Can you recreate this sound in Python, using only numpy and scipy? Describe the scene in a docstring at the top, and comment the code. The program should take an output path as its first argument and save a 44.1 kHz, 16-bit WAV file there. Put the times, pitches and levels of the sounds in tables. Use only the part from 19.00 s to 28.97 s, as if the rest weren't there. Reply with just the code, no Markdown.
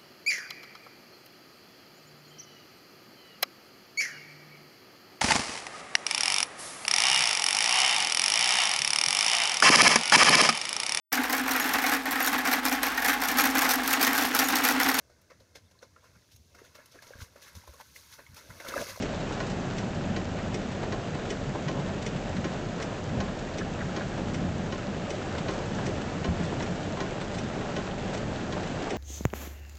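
"""A soft hiss of light rain over a low, uneven rumble, heard from inside an idling car on a river bank.
Far drops on the river blend into the hiss; close to the microphone the engine hums in the cabin,
the indicator relay ticks on and off in the dashboard, and light drops tap on the car.
Short taps and dull knocks stand out of the rain, and the rumble briefly swells and surges;
later come a few plops into the water and one soft thump on the car body."""
import sys
import numpy as np
from scipy import signal
from scipy.fft import rfft, irfft
from scipy.io import wavfile
from scipy.ndimage import uniform_filter1d

SR = 44100
rng = np.random.default_rng(int(sys.argv[2]) if len(sys.argv) > 2 else 0)


def to_wav(s):
    """Save 16-bit WAV."""
    ch = np.atleast_2d(s).T  # columns
    pcm = np.round(np.clip(ch, -1, 1) * 32767)  # PCM
    wavfile.write(sys.argv[1], SR, pcm.astype(np.int16))


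N = 439677


def undb(db):
    """Decibels to amplitude."""
    return 10 ** (np.asarray(db) / 20)


def unit(x):
    """Scale to rms 1."""
    return x / np.sqrt(np.mean(x ** 2))


def curve(rows):
    """Rows of (time [s], value) joined by straight lines."""
    return np.interp(np.arange(N) / SR, *np.transpose(rows))


def walk(per_s):
    """Random levels held for 1 / per_s seconds and smoothed twice; rms 1."""
    hold = int(SR / per_s)
    steps = np.repeat(rng.standard_normal(N // hold + 1), hold)
    return unit(uniform_filter1d(uniform_filter1d(steps, hold), hold)[:N])


def band(x, low_hz, high_hz, order=3):
    """Causal band-pass."""
    sos = signal.butter(order, [low_hz, high_hz], "band", fs=SR, output="sos")
    return signal.sosfilt(sos, x + 1e-18)


def colour(x, points):
    """Shape a spectrum by (frequency [Hz], gain [dB]) points, falling steeply beyond them; rms 1."""
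    hz, db = np.transpose(points)
    bin_hz = np.maximum(np.arange(N // 2 + 1) * SR / N, 1)
    gain = undb(np.interp(np.log(bin_hz), np.log(hz), db))
    skirts = np.minimum(1, np.minimum(bin_hz / hz[0], hz[-1] / bin_hz)) ** 6
    return unit(irfft(rfft(x) * gain * skirts, N))


def fade(t, t60):
    """Exponential decay, 60 dB in t60 seconds."""
    return np.exp(-np.log(1000) * t / t60)


def add(out, start_s, sound):
    """Mix a sound in at start_s."""
    i = max(int(start_s * SR), 0)
    out[i:i + len(sound)] += sound[:max(N - i, 0)]


def burst(low_hz, high_hz, t60, rise_s, tail_db, tail_t60):
    """A short contact noise and its reflections in the cabin; rms 1 over the first 10 ms."""
    t = np.arange(SR // 8) / SR
    envelope = (fade(t, t60) + undb(tail_db) * fade(t, tail_t60)) * (1 - np.exp(-t / rise_s))
    noise = band(rng.standard_normal(len(t)) * envelope, low_hz, high_hz)
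    return noise / np.sqrt(np.mean(noise[:SR // 100] ** 2))


# Spectrum of the rain as it reaches the cabin: (frequency [Hz], relative level [dB])
RAIN_SPECTRUM = [(200, -16), (280, -0.5), (400, -0.76), (600, -3.5), (770, -4.5), (900, -9.5),
                 (1200, -12.5), (1700, -12), (2100, -17), (2800, -17.5), (4200, -23), (5300, -26),
                 (6700, -25.5), (7600, -28.5), (8400, -37)]
# Swell shared by hiss and patter: (time [s], gain [dB])
RAIN_SWELL = [(0, -36), (0.9, -38), (2, -38.5), (3, -38.5), (4.8, -38), (5.15, -38), (5.8, -38), (6.8, -37),
              (7.5, -36.5), (8.3, -38), (9.9, -36.5)]


def rain(drops_per_s=480, scatter_db=3.5, patter_db=-5.5, hiss_db=0.5, flicker_db=0.5):
    """Far out on the river countless drops make a hiss; nearer ones ring briefly, each at its own pitch."""
    t = np.arange(SR // 40) / SR
    patter = np.zeros(N)
    for when, pitch, size, ring in rng.random((int(drops_per_s * N / SR), 4)):
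        hz = 320 * (8200 / 320) ** pitch
        cycles = 2 + 7 * ring
        strength = undb(scatter_db * min(-np.log(1 - size), 4)) * hz / np.sqrt(cycles)
        add(patter, when * N / SR, strength * np.sin(2 * np.pi * hz * t) * fade(t, cycles / hz))
    # reflections in the cabin smear every drop
    reflections = undb(-27) * rng.standard_normal(len(t)) * fade(t, t60=0.046)
    patter += signal.fftconvolve(patter, reflections)[:N]
    patter = undb(patter_db) * colour(patter, RAIN_SPECTRUM)
    hiss = rng.standard_normal(N) * undb(flicker_db * walk(per_s=14))
    hiss = undb(hiss_db) * colour(hiss, RAIN_SPECTRUM)
    return (hiss + patter) * undb(curve(RAIN_SWELL))


# Engine tones in the cabin: (multiple of the firing rate, level [dB])
ENGINE_ORDERS = [(1, -50), (5, -47.5)]


def engine(firing_hz=37.74, wander=0.02, waver_db=2.0):
    """Multiples of the firing rate hum around the microphone; the idle speed wanders."""
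    phase = 2 * np.pi * np.cumsum(firing_hz * (1 + wander * walk(per_s=3))) / SR
    return sum(undb(db + waver_db * walk(per_s=6)) * np.sqrt(2) * np.sin(multiple * phase)
               for multiple, db in ENGINE_ORDERS)


# Spectrum of the rumble in the cabin: (frequency [Hz], relative level [dB])
RUMBLE_SPECTRUM = [(15, -22), (32, -12.5), (48, -13), (60, -10.5), (88, -1), (120, -2.5), (155, -1),
                   (195, -0.5), (250, -4.5), (300, -16), (380, -19.5)]
# Its slow rise and fall, before gain and flutter: (time [s], level [dB])
RUMBLE_LEVEL = [(0.0, -35), (1.1, -33), (1.6, -35), (1.85, -36.5), (2.2, -36), (2.6, -36.5), (2.72, -33.5),
                (2.95, -36), (3.3, -35.5), (4.0, -36), (4.16, -31), (4.4, -37.5), (5.1, -35), (5.42, -30),
                (5.85, -36.5), (6.75, -35), (7.2, -34), (7.42, -33), (7.6, -32.5), (8.05, -37), (9.6, -36),
                (9.97, -40)]


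def rumble(gain_db=0.2, flutter_db=1.0, deep_db=-52):
    """A low noise fills the cabin, swelling and fluttering over a steady deep bed."""
    deep = unit(band(rng.standard_normal(N), 18, 42))
    level_db = curve(RUMBLE_LEVEL) + gain_db + flutter_db * walk(per_s=11)
    return colour(rng.standard_normal(N), RUMBLE_SPECTRUM) * undb(level_db) + undb(deep_db) * deep


def relay_click(modes, panel, ring_db, ring_t60, crack_db, crack_band_hz, bounce_s, bounce_db,
                knock_db, knock_top_hz, detune=0.004, panel_rise_s=0.007):
    """The armature strikes, bounces once and leaves the housing ringing; low modes last a little longer."""
    t = np.arange(SR // 5) / SR
    struck = [(hz * (1 + detune * rng.standard_normal()), db) for hz, db in modes]
    ring = np.zeros(len(t))
    for hz, db in struck:
        t60 = ring_t60 * (2000 / hz) ** 0.026
        ring += undb(db) * np.sin(2 * np.pi * (hz * t + rng.random())) * fade(t, t60)
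    click = undb(ring_db) * ring * (1 - np.exp(-t / 0.0012))
    for s, db in ((0, crack_db), (bounce_s, crack_db + bounce_db)):
        crack = burst(*crack_band_hz, t60=0.02, rise_s=0.001, tail_db=-9, tail_t60=0.13)
        add(click, s, undb(db) * crack)
    # the dashboard answers with a dull knock; its modes build slowly and outlast the click
    knock = burst(284, knock_top_hz, t60=0.08, rise_s=0.005, tail_db=-11, tail_t60=0.2)
    add(click, 0, undb(knock_db) * knock)
    panel_rise = 1 - np.exp(-(t / panel_rise_s) ** 2)
    for hz, db, t60 in panel:
        click += undb(db) * np.sin(2 * np.pi * hz * t) * fade(t, t60) * panel_rise
    return click


# Relay housing modes as the armature closes on the core (tick) and falls back on its stop (tock):
# (frequency [Hz], relative level [dB])
TICK_MODES = [(1916, 6), (2121, 6.5), (2271, 0.5), (2508, 5), (2993, 3), (3213, -9), (3466, 1), (4338, -11),
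              (5297, -0.5), (5652, 0), (5792, 0), (6045, 1), (6185, -7), (6799, -6.5), (7536, -13),
              (8080, -5)]
TOCK_MODES = [(1496, 7.5), (1679, 4), (1905, 6.5), (2201, -0.5), (2390, 2), (2998, 2), (3251, -1),
              (4048, 0.5), (4355, -5.5), (4505, -4.5), (4850, -10), (4984, -3.5), (5657, -2), (5787, -10),
              (6126, -10), (6406, -3.5), (6535, -8), (6691, -6.5)]
# Dashboard modes rung by each: (frequency [Hz], level [dB], t60 [s])
TICK_PANEL = [(418, -28.5, .14)]
TOCK_PANEL = [(314.6, -31, 0.18), (390.6, -31.5, 0.2), (1055, -33.5, .17)]


def indicator(first_tick_s=0.0218, first_tock_s=0.4016, blink_s=0.76012,
              scatter_db=0.8, travel_s=0.0083, rustle_db=-52, tick_fall_db_per_s=0.32):
    """Close by in the dashboard, the relay shuts with a bright tick and opens with a hollow tock."""
    out = np.zeros(N)
    for s in np.arange(first_tick_s, N / SR, blink_s):
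        tick = relay_click(TICK_MODES, TICK_PANEL, ring_db=-44.0, ring_t60=0.082,
                           crack_db=-43, crack_band_hz=(1600, 6600), bounce_s=0.0026, bounce_db=-3.5,
                           knock_db=-40.0, knock_top_hz=451)
        # the armature rustles on its way to the core
        rustle = burst(3000, 8100, t60=0.021, rise_s=0.003, tail_db=-13, tail_t60=0.05)
        add(out, s - travel_s, undb(rustle_db) * rustle)
        add(out, s, tick * undb(scatter_db * rng.standard_normal() - tick_fall_db_per_s * s))
    for s in np.arange(first_tock_s, N / SR, blink_s):
        tock = relay_click(TOCK_MODES, TOCK_PANEL, ring_db=-44.5, ring_t60=0.094,
                           crack_db=-41.5, crack_band_hz=(900, 4400), bounce_s=0.0047, bounce_db=-6.5,
                           knock_db=-38.5, knock_top_hz=726)
        add(out, s, tock * undb(scatter_db * rng.standard_normal()))
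    return out


# Bands of a near tap, from thud up to spray: (low edge [Hz], high edge [Hz])
TAP_BANDS = [(280, 550), (550, 1100), (1100, 2200), (2200, 4500), (4500, 8400)]


def tap(db, pitch_hz, t60, below_db_per_octave=3.5, above_db_per_octave=8.5):
    """One short tap or knock, strongest around its pitch; longer ones also rise more slowly."""
    sound = 0
    for low_hz, high_hz in TAP_BANDS:
        octaves = np.log2(np.sqrt(low_hz * high_hz) / pitch_hz)
        loss_db = max(above_db_per_octave * octaves, -below_db_per_octave * octaves)
        noise = burst(low_hz, high_hz, t60, rise_s=0.35 * t60, tail_db=-10, tail_t60=0.09)
        sound = sound + undb(db - loss_db) * noise
    return sound


# Short taps and dull knocks in the rain: (time [s], level at the pitch [dB], pitch [Hz], t60 [s])
TAPS_AND_KNOCKS = [(0.201, -51, 4500, .014), (0.306, -36, 450, .02), (0.321, -44.5, 4500, .011),
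                   (0.466, -47, 4500, .015), (0.498, -45, 4500, .012), (1.385, -41, 1100, .014),
                   (1.715, -51, 4300, .014), (1.829, -37.5, 1300, .018), (2.144, -44, 1800, 0.013),
                   (2.252, -49, 3300, .014), (2.548, -33, 560, 0.032), (3.021, -44.5, 4300, .02),
                   (3.365, -45.5, 2400, .022), (3.798, -37.5, 1100, .016), (5.003, -47, 1400, .02),
                   (5.175, -39, 900, .015), (6.151, -50, 3300, .014), (6.349, -41, 1500, .015),
                   (6.378, -40.5, 2800, 0.031), (6.783, -38, 1100, .015), (7.011, -50, 4800, .012),
                   (7.432, -48, 4500, .014), (7.520, -33, 480, .011), (7.602, -37, 1000, .013),
                   (7.660, -45, 2700, 0.014), (7.970, -37.5, 850, 0.022), (8.212, -42.5, 2400, .018),
                   (8.341, -46, 3300, .014), (8.609, -39, 1000, .014), (8.695, -35.5, 520, .013),
                   (9.131, -44, 2800, .015), (9.174, -44.5, 4500, .015), (9.347, -53, 4500, .014),
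                   (9.563, -34.5, 700, .025), (9.595, -40, 1000, .014), (9.631, -43, 1800, .015),
                   (9.820, -45, 3500, .015), (9.866, -37.5, 1000, .015)]


def near_taps(drops_per_s=3, drop_db=-49, drop_low_hz=1500, drop_high_hz=6000):
    """Close by, taps and dull knocks stand out of the rain; light drops hit the car at random."""
    out = np.zeros(N)
    for s, db, pitch_hz, t60 in TAPS_AND_KNOCKS:
        add(out, s, tap(db, pitch_hz, t60))
    for when, pitch in rng.random((int(drops_per_s * N / SR), 2)):
        pitch_hz = drop_low_hz * (drop_high_hz / drop_low_hz) ** pitch
        add(out, when * N / SR, tap(drop_db, pitch_hz, t60=0.018))
    return out


# Brief swells of the cabin's rumble: (middle time [s], frequency [Hz], length [s], peak level [dB])
RUMBLE_SWELLS = [(1.492, 167, .06, -28.5), (2.15, 148, .06, -28), (2.487, 139, .06, -27),
                 (2.674, 145, .055, -25.5), (2.795, 143.5, 0.091, -26.5), (3.16, 171, .07, -30.5),
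                 (5.89, 200, .06, -30.5), (7.425, 178, .12, -27.5), (7.715, 178, .08, -27.5)]


def rumble_swells():
    """The rumble swells briefly at about 140-200 Hz and sinks back."""
    out = np.zeros(N)
    for s, hz, length_s, db in RUMBLE_SWELLS:
        t = np.arange(int(length_s * SR)) / SR
        wave = np.sin(2 * np.pi * (hz * t + rng.random()))
        add(out, s - length_s / 2, undb(db) * np.hanning(len(t)) * wave)
    return out


# Brief surges in the cabin's rumble: (middle time [s], length [s], level [dB])
RUMBLE_SURGES = [(1.88, 0.17, -35.5), (2.778, .13, -33.5), (4.17, .14, -38), (6.59, 0.046, -31.5),
                 (8.593, 0.17, -34), (8.794, 0.065, -35), (9.94, 0.054, -34.5)]
# Their spectrum: (frequency [Hz], relative level [dB])
SURGE_SPECTRUM = [(90, -7), (190, 0), (300, -4), (450, -6), (750, -7.5), (1100, -16.5)]


def surges():
    """Short, dull rushes swell out of the rumble and sink back."""
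    envelope = np.zeros(N)
    for s, length_s, db in RUMBLE_SURGES:
        add(envelope, s - length_s / 2, undb(db) * np.sqrt(np.hanning(int(length_s * SR))))
    return envelope * colour(rng.standard_normal(N), SURGE_SPECTRUM)


# Plops off the bank: (time [s], start pitch [Hz], end pitch [Hz], length [s], level [dB])
WATER_PLOPS = [(4.6, 1720, 1400, 0.03, -38), (4.8, 2004, 1270, 0.034, -37.5),
               (4.91, 1390, 1740, 0.022, -45), (5.0, 1605, 1450, .032, -41), (5.117, 1650, 1500, .038, -46),
               (6.307, 1560, 1510, 0.033, -41)]


def plops(half_width_hz=190):
    """Out on the water, a narrow band of splash swells and fades as its pitch glides, mostly downward."""
    out = np.zeros(N)
    for s, start_hz, end_hz, length_s, db in WATER_PLOPS:
        n = int(length_s * SR)
        slow_noise = band(rng.standard_normal(n + 2000), 20, half_width_hz, order=2)
        grain = unit(slow_noise[-n:])  # once the filter has settled
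        phase = 2 * np.pi * np.cumsum(np.linspace(start_hz, end_hz, n)) / SR
        add(out, s, undb(db) * np.sqrt(2 * np.hanning(n)) * grain * np.sin(phase))
    return out


# Car body modes in the thump: (time [s], frequency [Hz], t60 [s], level [dB])
BODY_MODES = [(7.285, 84, 0.14, -14.5), (7.287, 172, 0.33, -24)]


def thump(push_s=0.0051):
    """A soft push rings two low modes of the car body around the microphone."""
    out = np.zeros(N)
    t = np.arange(SR // 2) / SR
    rise = 1 - np.exp(-t / push_s)
    for s, hz, t60, db in BODY_MODES:
        add(out, s, undb(db) * np.sin(2 * np.pi * hz * t) * fade(t, t60) * rise)
    return out


def scene():
    """Rain outside, relay and engine inside, all on one microphone in the cabin."""
    outside = rain() + near_taps() + plops()
    inside = indicator() + engine() + rumble() + surges() + rumble_swells() + thump()
    return (outside + inside)[None]


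def record(dry, top_hz=8150):
    """The camera cuts the treble steeply."""
    return signal.sosfilt(signal.ellip(10, 0.2, 70, top_hz, fs=SR, output="sos"), dry)


dry = scene()
out = record(dry)
to_wav(out)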